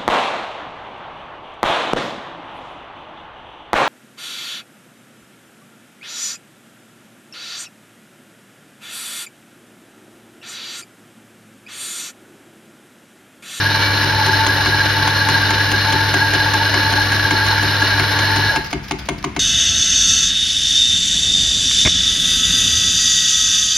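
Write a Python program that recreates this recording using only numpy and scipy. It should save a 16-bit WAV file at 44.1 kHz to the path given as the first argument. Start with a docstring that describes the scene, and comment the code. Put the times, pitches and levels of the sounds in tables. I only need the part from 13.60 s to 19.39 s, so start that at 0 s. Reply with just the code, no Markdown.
"""An electric espresso grinder hums and crunches about a metre away in a small cafe; it coasts down at 4.9 s.
Tones of mains and shaft make the motor; random clicks through resonances make beans, housing and chute.
A hand knocks the metal filter holder on its fork about five times a second, from 0.44 s and on after the stop:
grating noise bursts, ringing modes and a low thump, with a scrape ahead of each. Noise makes the cafe rumble."""
import sys
import numpy as np
from scipy import signal
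from scipy.fft import rfft, irfft, next_fast_len
from scipy.io import wavfile
from scipy.ndimage import uniform_filter1d, map_coordinates

SR = 44100
rng = np.random.default_rng(int(sys.argv[2]) if len(sys.argv) > 2 else 0)


def dump(signal):
    """Clip the signal to [-1, 1] and save it as 16-bit WAV at the path in sys.argv[1]."""
    limited = np.clip(np.atleast_2d(signal).T, -1, 1)
    pcm = np.round(limited * 32767).astype(np.int16)
    wavfile.write(sys.argv[1], SR, pcm)


N = 255427
T = np.arange(N) / SR
FREQ = np.maximum(np.linspace(0, SR / 2, 8193), 1)
POWER_OFF_S, MAINS_HZ, SHAFT_HZ = 4.9, 50, 23.79


def undb(db):
    """Decibels to gain."""
    return 10 ** (np.asarray(db) / 20)


def unit(x):
    """Scale to rms 1."""
    return x / np.sqrt(np.mean(x ** 2))


def curve(rows):
    """Each column of a table, joined by straight lines in time and held flat beyond its ends."""
    s, *columns = np.transpose(rows)
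    return [np.interp(T, s, c) for c in columns]


def walk(rate_hz):
    """Smooth random wander of spread near 1: held noise, averaged twice."""
    hold = max(int(SR / rate_hz), 1)
    steps = rng.standard_normal(N)[np.arange(N) // hold]
    return 1.185 * uniform_filter1d(uniform_filter1d(steps, hold), hold)


def wander(x, share, rate_hz):
    """Let the pitch of a sound wander by a small share."""
    read_at = np.arange(N) + np.cumsum(share * walk(rate_hz))
    return map_coordinates(x, [read_at], mode="mirror")


def play(x, response):
    """Sound each impulse of x with a response."""
    size = next_fast_len(N + len(response), True)
    return irfft(rfft(x, size) * rfft(response, size), size)[:N]


def colour(x, points, peaks=()):
    """Causal minimum-phase filter from a (Hz, dB) outline and resonances that stand out of it."""
    hz, db = np.transpose(points)
    db = np.interp(np.log(FREQ), np.log(hz), db)
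    for centre_hz, width_hz, lift_db in peaks:
        db = db + lift_db / (1 + (2 * (FREQ - centre_hz) / width_hz) ** 2)
    cepstrum = irfft(np.log(undb(db)))
    # fold onto positive time
    cepstrum[1:] *= 2 * (np.arange(1, len(cepstrum)) < len(cepstrum) // 2)
    return play(x, irfft(np.exp(rfft(cepstrum))))


def resonate(x, hz, width_hz):
    """One resonance, gain 1 at its centre."""
    return signal.lfilter(*signal.iirpeak(hz, hz / width_hz, fs=SR), x)


def grains(rate_hz, spread_db):
    """Random clicks of either sign, many small and a few large."""
    hit = rng.random(N) < rate_hz / SR
    size_db = spread_db * np.minimum(rng.exponential(size=N), 5)
    return hit * np.sign(rng.standard_normal(N)) * undb(size_db)


def impulses(times_s, dbs):
    """One impulse for each event."""
    return np.bincount((np.asarray(times_s) * SR).astype(int), undb(dbs), N)[:N]


def ring(modes):
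    """Half a second of decaying (Hz, dB, t60) modes, alternating in sign."""
    t = T[:SR // 2]
    response = np.zeros(len(t))
    for k, (hz, db, t60_s) in enumerate(modes):
        response += (-1) ** k * undb(db - 60 * t / t60_s) * np.sin(2 * np.pi * hz * t)
    return response


# Left-right scatter. Each row: frequency in Hz, gain of the side signal in dB.
SIDE_SCATTER = [(100, -29), (300, -9), (650, -12), (1100, -2), (1600, -26), (2500, -3.5), (3300, -4.5),
                (4200, -7.5), (6000, -15), (8000, -58), (16000, -23)]


def place(x, aside, room_db, t60_s=0.4):
    """Direct sound, a share that arrives from the sides, and the room's tail at each ear."""
    t = T[:SR // 2]
    sideways = colour(aside, SIDE_SCATTER)
    band = signal.butter(1, [200, 4000], "bandpass", fs=SR, output="sos")
    ears = []
    for side in (1, -1):
        envelope = np.exp(-np.log(1000) * t / t60_s) * np.minimum(t / 0.0066, 1)
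        tail = signal.sosfilt(band, rng.standard_normal(len(t)) * envelope)
        room = play(x, undb(room_db) * tail / np.linalg.norm(tail))
        ears.append(x + side * sideways + room)
    return np.array(ears)


# Coast to rest, first row held until then. Each row: time in seconds, level in dB added to the
# grinding sounds, speed (only its ratio to the first row counts).
COAST_DOWN = [(4.89, -2.5, 0.96), (4.915, -6, 0.69), (4.942, -8, 0.59), (4.975, -7, 0.42),
              (5.0, -13.5, 0.32), (5.03, -16, 0.22), (5.17, -46, .05)]


def coasting():
    """Level in dB and speed ratio of the burrs over time."""
    level_db, speed = curve(COAST_DOWN)
    return level_db, speed / speed[0]


# Magnetic hum. Each row: multiple of the mains frequency, level in dB.
MAINS_HUM = [(2, -23.5), (6, -35.5)]
# Burr rotation. Each row: multiple of the shaft rate, level in dB before coasting.
ROTOR_TONES = [(6, -33), (9, -40), (12, -38), (16, -41), (21, -48), (24, -42), (48, -39), (96, -46)]


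def motor():
    """Mains hum cuts off with the power; the rotor's tones waver and sink as it slows."""
    coast_db, speed_ratio = coasting()
    powered = np.clip((POWER_OFF_S - T) / 0.028 + .5, 0, 1)
    hum = rotor = 0
    for k, db in MAINS_HUM:
        hum = hum + undb(db + 0.49 * walk(9.9)) * np.sin(2 * np.pi * (k * MAINS_HZ * T + rng.random()))
    turns = np.cumsum(SHAFT_HZ * speed_ratio * (1 + 0.00251 * walk(5))) / SR
    for k, db in ROTOR_TONES:
        rotor = rotor + undb(db + 2 * walk(7.5)) * np.sin(2 * np.pi * (k * turns + rng.random()))
    # a whine slides down while the burrs slow
    fade = (1 - powered) * np.exp(-np.maximum(T - POWER_OFF_S, 0) / 0.057)
    whine = undb(-25) * (1 + 1.1 * walk(110)) * fade * np.sin(2 * np.pi * 37 * turns)
    return np.sqrt(2) * (powered * hum + undb(coast_db) * (rotor + whine))


# Crushing outline. Each row: frequency in Hz, relative density in dB per Hz.
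CRUSH_COLOUR = [(30, -21), (50, -2), (130, 1), (240, -7), (450, 1.3), (700, -0.7), (1020, 2.5), (1260, -10),
                (2000, -1), (2550, -4), (3300, -4), (5300, -5), (6500, -9), (8500, -51)]
# Housing resonances. Each row: centre in Hz, width in Hz, lift in dB.
HOUSING_PEAKS = [(293, 19, 9.5), (1131, 32, 7), (1416, 264, 14.5), (1670, 220, 13), (1774, 30, 1.5),
                 (1932, 42, 7.5), (2250, 52, 7.5), (2378, 19, 8.5), (2921, 220, 10), (3540, 50, 6.5),
                 (3744, 50, 10), (4028, 284, 10.5), (4269, 160, 12), (5140, 570, 7)]
# Grounds in the chute. Each row: frequency in Hz, relative density in dB per Hz.
CHUTE_COLOUR = [(3000, -22), (7000, -56), (8500, 3.5), (10200, 11), (10700, 7.5), (11400, 15.5), (12200, 9),
                (13000, -18), (14300, 9.5), (15700, -3), (16500, -36)]


def burrs():
    """Beans crack in flurries and shake the housing, each at its own spot; grounds hiss down the chute."""
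    coast_db, _ = coasting()
    flurry = undb(0.83 * walk(170) + 0.45 * walk(35))
    # whole beans shatter in short crunches
    crunch = play(abs(grains(rate_hz=64, spread_db=-2)), np.exp(-T[:SR // 10] / 0.0066))
    beans = grains(rate_hz=7000, spread_db=1) * flurry * (1 + 0.25 * crunch)
    grounds = grains(rate_hz=12000, spread_db=2.5) * flurry * undb(walk(45))
    running = undb(-22 + coast_db)
    layers = []
    # second pass: random signs scatter the grains to the sides
    for spot in (1, np.sign(rng.standard_normal(N))):
        cracking = undb(5) * unit(colour(beans * spot, CRUSH_COLOUR, HOUSING_PEAKS))
        hiss = undb(-14.5) * unit(colour(grounds * spot, CHUTE_COLOUR))
        layers.append((cracking + hiss) * running)
    front, aside = layers
    return place(front, aside, room_db=-16.5, t60_s=1.0)


def sing(drive, hz, width_hz, skirt_hz, hold):
    """A driven panel resonance; rubbing keeps it going, which evens out its swells."""
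    y = unit(resonate(resonate(drive, hz, width_hz), hz, skirt_hz))
    power = uniform_filter1d(y ** 2, SR // 40) + 1e-3
    return unit(y / power ** (hold / 2))


# Hard beans catch. Each row: centre in seconds, relative level in dB, mean pitch in Hz,
# half length in seconds.
BEAN_SQUEAKS = [(0.065, -9, 1638, 0.0097), (0.257, -26, 2295, 0.11), (0.505, -14.5, 1638, 0.015),
                (.696, -15, 1637, 0.0084), (0.74, -11.5, 1640, 0.0084), (.898, -13, 1655, .013),
                (1.072, -14.5, 1634, .012), (1.135, -12, 1640, 0.014), (1.212, -10, 1633, .01),
                (1.424, -16, 1622, 0.015), (1.615, -13, 1630, 0.013), (1.752, -11, 1626, 0.01),
                (1.833, -14, 1602, 0.011), (2.007, -13, 1643, .011), (2.145, -12.5, 1619, 0.012),
                (2.184, -13.5, 1636, 0.01), (2.335, -16, 1633, 0.025), (2.42, -18, 1630, 0.016),
                (2.556, -13, 1620, 0.0086), (2.624, -10.5, 1635, 0.011), (2.657, -15, 1620, 0.026),
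                (2.748, -8.5, 1620, 0.0068), (2.815, -11, 1625, .01), (2.957, -13.5, 1620, .01),
                (3.074, -13.5, 1616, .011), (3.371, -14.5, 1630, .012), (3.416, -11.5, 1630, 0.011),
                (3.526, -11, 1648, 0.009), (3.604, -13, 1684, 0.0078), (3.654, -9, 1633, 0.005),
                (3.715, -12.5, 1633, .011), (3.829, -15, 1630, 0.029), (4.225, -8, 1658, 0.0068),
                (4.313, -15, 1620, .022), (4.517, -16, 1633, .01), (4.905, -13.5, 1660, 0.014),
                (4.97, -20.5, 1630, .022)]


def squeaks():
    """A caught bean rubs out a short, unsteady tone that swells and dies; returns sound and strength."""
    waver = T + np.cumsum(0.00804 * walk(150)) / SR
    tone, strength = np.zeros(N), np.zeros(N)
    for s, db, hz, half_s in BEAN_SQUEAKS:
        near = abs(T - s) < 4 * half_s
        swell = undb(db) * np.exp(-((T[near] - s) / half_s) ** 2)
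        tone[near] += np.sqrt(2) * swell * np.sin(2 * np.pi * hz * waver[near])
        strength[near] += swell
    return tone, strength


# Swells of the lower resonance. Each row: centre in seconds, lift in dB, half length in seconds.
LOW_SWELLS = [(0.14, 6, .035), (0.28, 5, 0.026), (0.36, 9, 0.011), (0.538, 9, 0.04), (0.615, 8.5, .022),
              (0.694, 10, 0.034), (0.805, 12, 0.05), (.99, 9, 0.019), (1.076, 1, 0.017),
              (1.148, 9.5, 0.035), (1.25, 9, 0.026), (1.37, 4, 0.021), (1.46, 8, 0.063),
              (1.577, 5.5, 0.021), (1.68, 9, 0.034), (1.772, 8.5, 0.029), (1.923, 9, 0.02),
              (2.294, 11, 0.028), (2.386, 9, 0.045), (2.64, 9, 0.037), (2.79, 8, .022), (2.872, 11, 0.024),
              (2.947, 7.5, .022), (3.016, 12, 0.021), (3.28, 10, 0.053), (3.388, 14, 0.019),
              (3.68, 10, .028), (3.743, 9.5, 0.021), (3.83, 8, .022), (3.916, 12.5, 0.026),
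              (3.97, 8.5, 0.033), (4.074, 7, .04), (4.22, 6, 0.018), (4.372, 5, 0.045), (4.565, 7, 0.038),
              (4.695, 9, 0.033), (4.78, 9, 0.031), (4.963, 13.5, 0.048)]


def panels():
    """Two panel resonances sing under the crushing: the lower swells, both flutter; hard beans squeak."""
    coast_db, _ = coasting()
    swell_db = sum(db * np.exp(-((T - s) / half_s) ** 2) for s, db, half_s in LOW_SWELLS)
    low_gain = undb(-28.5 + swell_db + 1.95 * walk(55) + coast_db)
    high_gain = undb(-21 + 1.5 * walk(45) + coast_db)
    lows, highs = [], []
    for _ in range(2):
        low = sing(grains(rate_hz=1400, spread_db=2.5), hz=882.1, width_hz=21.7, skirt_hz=95, hold=0.58)
        lows.append(low_gain * wander(low, share=0.009, rate_hz=40))
        high = sing(grains(rate_hz=900, spread_db=2.5), hz=1644.5, width_hz=77, skirt_hz=400, hold=0.66)
        highs.append(high_gain * wander(high, share=0.01197, rate_hz=45))
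    squeak, strength = squeaks()
    # a squeak of strength -13.5 dB takes over half of the upper resonance's swing
    upper = highs[0] / (1 + (strength / undb(-13.5)) ** 2) + undb(-2.2) * squeak
    lower_panel = place(lows[0], undb(-4.5) * lows[1], room_db=-15, t60_s=0.88)
    return lower_panel + place(upper, undb(-10) * highs[1], room_db=-16.5, t60_s=1.0)


# Cafe background. Each row: frequency in Hz, relative density in dB per Hz.
CAFE_COLOUR = [(20, -40), (32, -33), (45, 0), (63, 3.5), (85, -1), (140, -2), (210, -11.5), (320, -12),
               (500, -23), (1000, -22), (2200, -18), (5000, -37), (9000, -39), (16000, -61)]


def cafe():
    """Low rumble of fridges and ventilation, alike at both ears in the bass, with a faint mains tone."""
    mid, side = (unit(colour(rng.standard_normal(N), CAFE_COLOUR)) for _ in range(2))
    rumble = mid + colour(side, SIDE_SCATTER) * np.array([[1], [-1]])
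    return undb(-34) * rumble + undb(-41) * np.sin(2 * np.pi * 4 * MAINS_HZ * T)


# Holder slides in the fork. Each row: start in seconds, relative level in dB, length in seconds.
HOLDER_SLIDES = [(5.038, -34, 0.02), (5.06, -35, 0.016), (5.102, -32.5, 0.015), (5.23, -37.5, 0.03),
                 (5.28, -33, 0.011), (5.386, -33, 0.017), (5.455, -34, 0.009), (5.58, -35, 0.012)]


def slides():
    """Short, bright scrapes of steel on steel: slides between late knocks and a tick ahead of each knock."""
    tick_lead_s, tick_db, tick_length_s = 0.0153, -37.5, 0.0045
    ticks = [(s - tick_lead_s, tick_db, tick_length_s) for s, *_ in HOLDER_KNOCKS]
    pressure = np.zeros(N)
    for s, db, length_s in list(HOLDER_SLIDES) + ticks:
        pressure += undb(db) * np.exp(-(2 * (T - s) / length_s - 1) ** 2)
    # each row: Hz, relative dB per Hz
    steel = [(500, -2), (2000, 2), (3800, 0.5), (5000, 3.5), (6500, -3.5), (9000, -23), (12500, -8), (16000, -20)]
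    front, aside = (pressure * unit(colour(grains(rate_hz=3500, spread_db=4), steel)) for _ in range(2))
    return place(undb(1) * front, undb(-2) * aside, room_db=-4)


# Rocking after a knock, each time stiffer. Each row: delay in seconds, pitch in Hz,
# relative level in dB, half length in seconds.
BODY_REBOUNDS = [(.0086, 305, -15, 0.0044), (0.0218, 309.6, -10.5, 0.0048), (0.0317, 372, -15, 0.0093)]
# Boom in counter and room. Each row: frequency in Hz, relative density in dB per Hz.
BOOM_COLOUR = [(40, -21), (62, -5), (95, -5), (145, 1.5), (220, -1), (310, 1.5), (400, -3), (520, -19),
               (1000, -44)]
# Grinder on the counter. Each row: mode in Hz, relative level in dB, t60 in seconds.
BODY_MODES = [(60.2, -25, 0.53), (147, -16, 0.26), (218, -24, 0.4), (295, -16, 0.23)]


def body_thump():
    """Three quick rebounds rise in pitch; a diffuse boom and the body's modes linger in the counter."""
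    boom_db, build_s, boom_t60_s = -24, 0.02, 0.38
    t = T[:SR // 2]
    rocking = np.zeros(len(t))
    for s, hz, db, half_s in BODY_REBOUNDS:
        rocking += undb(db) * np.exp(-((t - s) / half_s) ** 2) * np.cos(2 * np.pi * hz * (t - s))
    noise = unit(colour(rng.standard_normal(N), BOOM_COLOUR))[SR:SR + len(t)]
    boom = noise * undb(boom_db) * np.exp(-np.log(1000) * t / boom_t60_s)
    return rocking + (boom + ring(BODY_MODES)) * (1 - np.exp(-(t / build_s) ** 2))


# Knocks of the holder. Each row: time in seconds, then relative levels in dB of the clack,
# the metal's ring and the body's thump.
HOLDER_KNOCKS = [(0.4392, -24, -24, -2), (0.6629, -21, -31, 2.5), (0.864, -16.5, -28, -0.5),
                 (1.058, -21.5, -21, 0.5), (1.258, -26, -33, -5), (1.475, -19.5, -21, -4),
                 (1.6865, -16.5, -33, -2), (1.905, -18.5, -18, 0), (2.1155, -18, -23, 1.5),
                 (2.3233, -18.5, -25, 3), (2.539, -16, -26, 2), (2.7352, -19, -22, -0.5),
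                 (2.936, -20, -25, -1), (3.14, -22, -17, 1), (3.323, -19.5, -24, 1.5),
                 (3.5199, -18.5, -23, -2), (3.708, -19, -17.5, 4), (3.8631, -20.5, -24, -3),
                 (4.0254, -23, -25, -1), (4.2183, -23, -27, 0), (4.396, -21, -15, 2), (4.589, -20, -20, -2),
                 (4.7607, -18.5, -30, 1), (4.959, -18.5, -18.5, 2.5), (5.1282, -23, -18.5, 3.5),
                 (5.31, -19, -19.5, 2.5), (5.487, -18.5, -18, 3), (5.6415, -21, -20.5, 2.5),
                 (5.7635, -23, -21.5, 2.5)]
# Contacts within a knock. Each row: mean delay in seconds, level in dB relative to the clack.
CHATTER_CONTACTS = [(0, -3.5), (.0014, -5.5), (.0042, -12), (.0075, -7)]
# Contact outline. Each row: frequency in Hz, relative density in dB per Hz.
CLACK_COLOUR = [(100, -12.5), (400, -7.5), (750, -1.5), (1100, 1.5), (1400, -8), (2200, -7.5), (3300, -5),
                (5000, -17.5), (6700, -7.5), (7800, -23.5), (9500, -12.5), (12000, -38), (15600, -25)]
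# Holder and fork. Each row: mode in Hz, relative level in dB, t60 in seconds.
FORK_MODES = [(700, -5.5, 0.046), (910, -4.5, 0.061), (1139, -3, 0.037), (1280, -11, 0.026),
              (1524, -3.5, 0.034), (2150, -1.5, 0.065), (2360, -7.5, 0.04), (2620, -17, 0.044),
              (2700, -8.5, .05), (2980, -12, 0.063), (4160, -9, 0.034), (4880, -5, 0.022)]


def knocks():
    """The holder chatters on its fork; the heavy body answers a moment later with a low thump."""
    s, db, ring_db, thump_db = np.transpose(HOLDER_KNOCKS)
    contacts = np.zeros(N)
    for delay_s, size_db in CHATTER_CONTACTS:
        stretch = 1 + 0.22 * rng.standard_normal(len(s))
        contacts += impulses(s + delay_s * stretch, db + size_db)
    # each contact is a brief grating burst of noise
    burst = play(contacts, np.exp(-T[:SR // 10] / 0.0027))
    clack, clack_aside = (undb(16.5) * colour(burst * rng.standard_normal(N), CLACK_COLOUR) for _ in range(2))
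    # mode levels vary a little from blow to blow
    metal = np.zeros(N)
    for k, mode in enumerate(FORK_MODES):
        favour_db = 1.5 * rng.standard_normal(len(s))
        blows = impulses(s + 0.001025, ring_db + favour_db)
        metal += undb(1.5) * play(blows, (-1) ** k * ring([mode]))
    thump = undb(-8.5 + 0.56 * walk(90)) * play(impulses(s, thump_db), body_thump())
    return place(clack + metal, clack_aside, room_db=-12.5) + place(thump, 0.36 * thump, room_db=-19.5)


def scene():
    """Grinder, room and filter holder."""
    return motor() + burrs() + panels() + cafe() + slides() + knocks()


# Lean of the stereo pair. Each row: frequency in Hz, left minus right in dB.
LEFT_LEAN = [(100, 1.2), (280, 2), (750, 3.5), (1050, 1.5), (1600, 0.5), (2500, 2), (3200, -0.3), (6000, 0)]


def record(dry):
    """The stereo pair mostly favours the left; its right side trails in the treble; the top is cut."""
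    split_hz, treble_lag_s, top_hz = 4700, 0.000159, 16300
    size = next_fast_len(N + SR // 10, True)
    freq = np.maximum(np.arange(size // 2 + 1) * SR / size, 1)
    hz, db = np.transpose(LEFT_LEAN)
    lean = undb(np.interp(np.log(freq), np.log(hz), db) / 2)
    lag = np.exp(-2j * np.pi * np.maximum(freq - split_hz, 0) * treble_lag_s)
    ports = irfft(rfft(dry, size) * np.array([lean, lag / lean]), size)[:, :N]
    lowpass = signal.ellip(8, .2, 70, top_hz, fs=SR, output="sos")
    return signal.sosfilt(lowpass, np.clip(ports, -1, 1))


dry = scene()
out = record(dry)
dump(out)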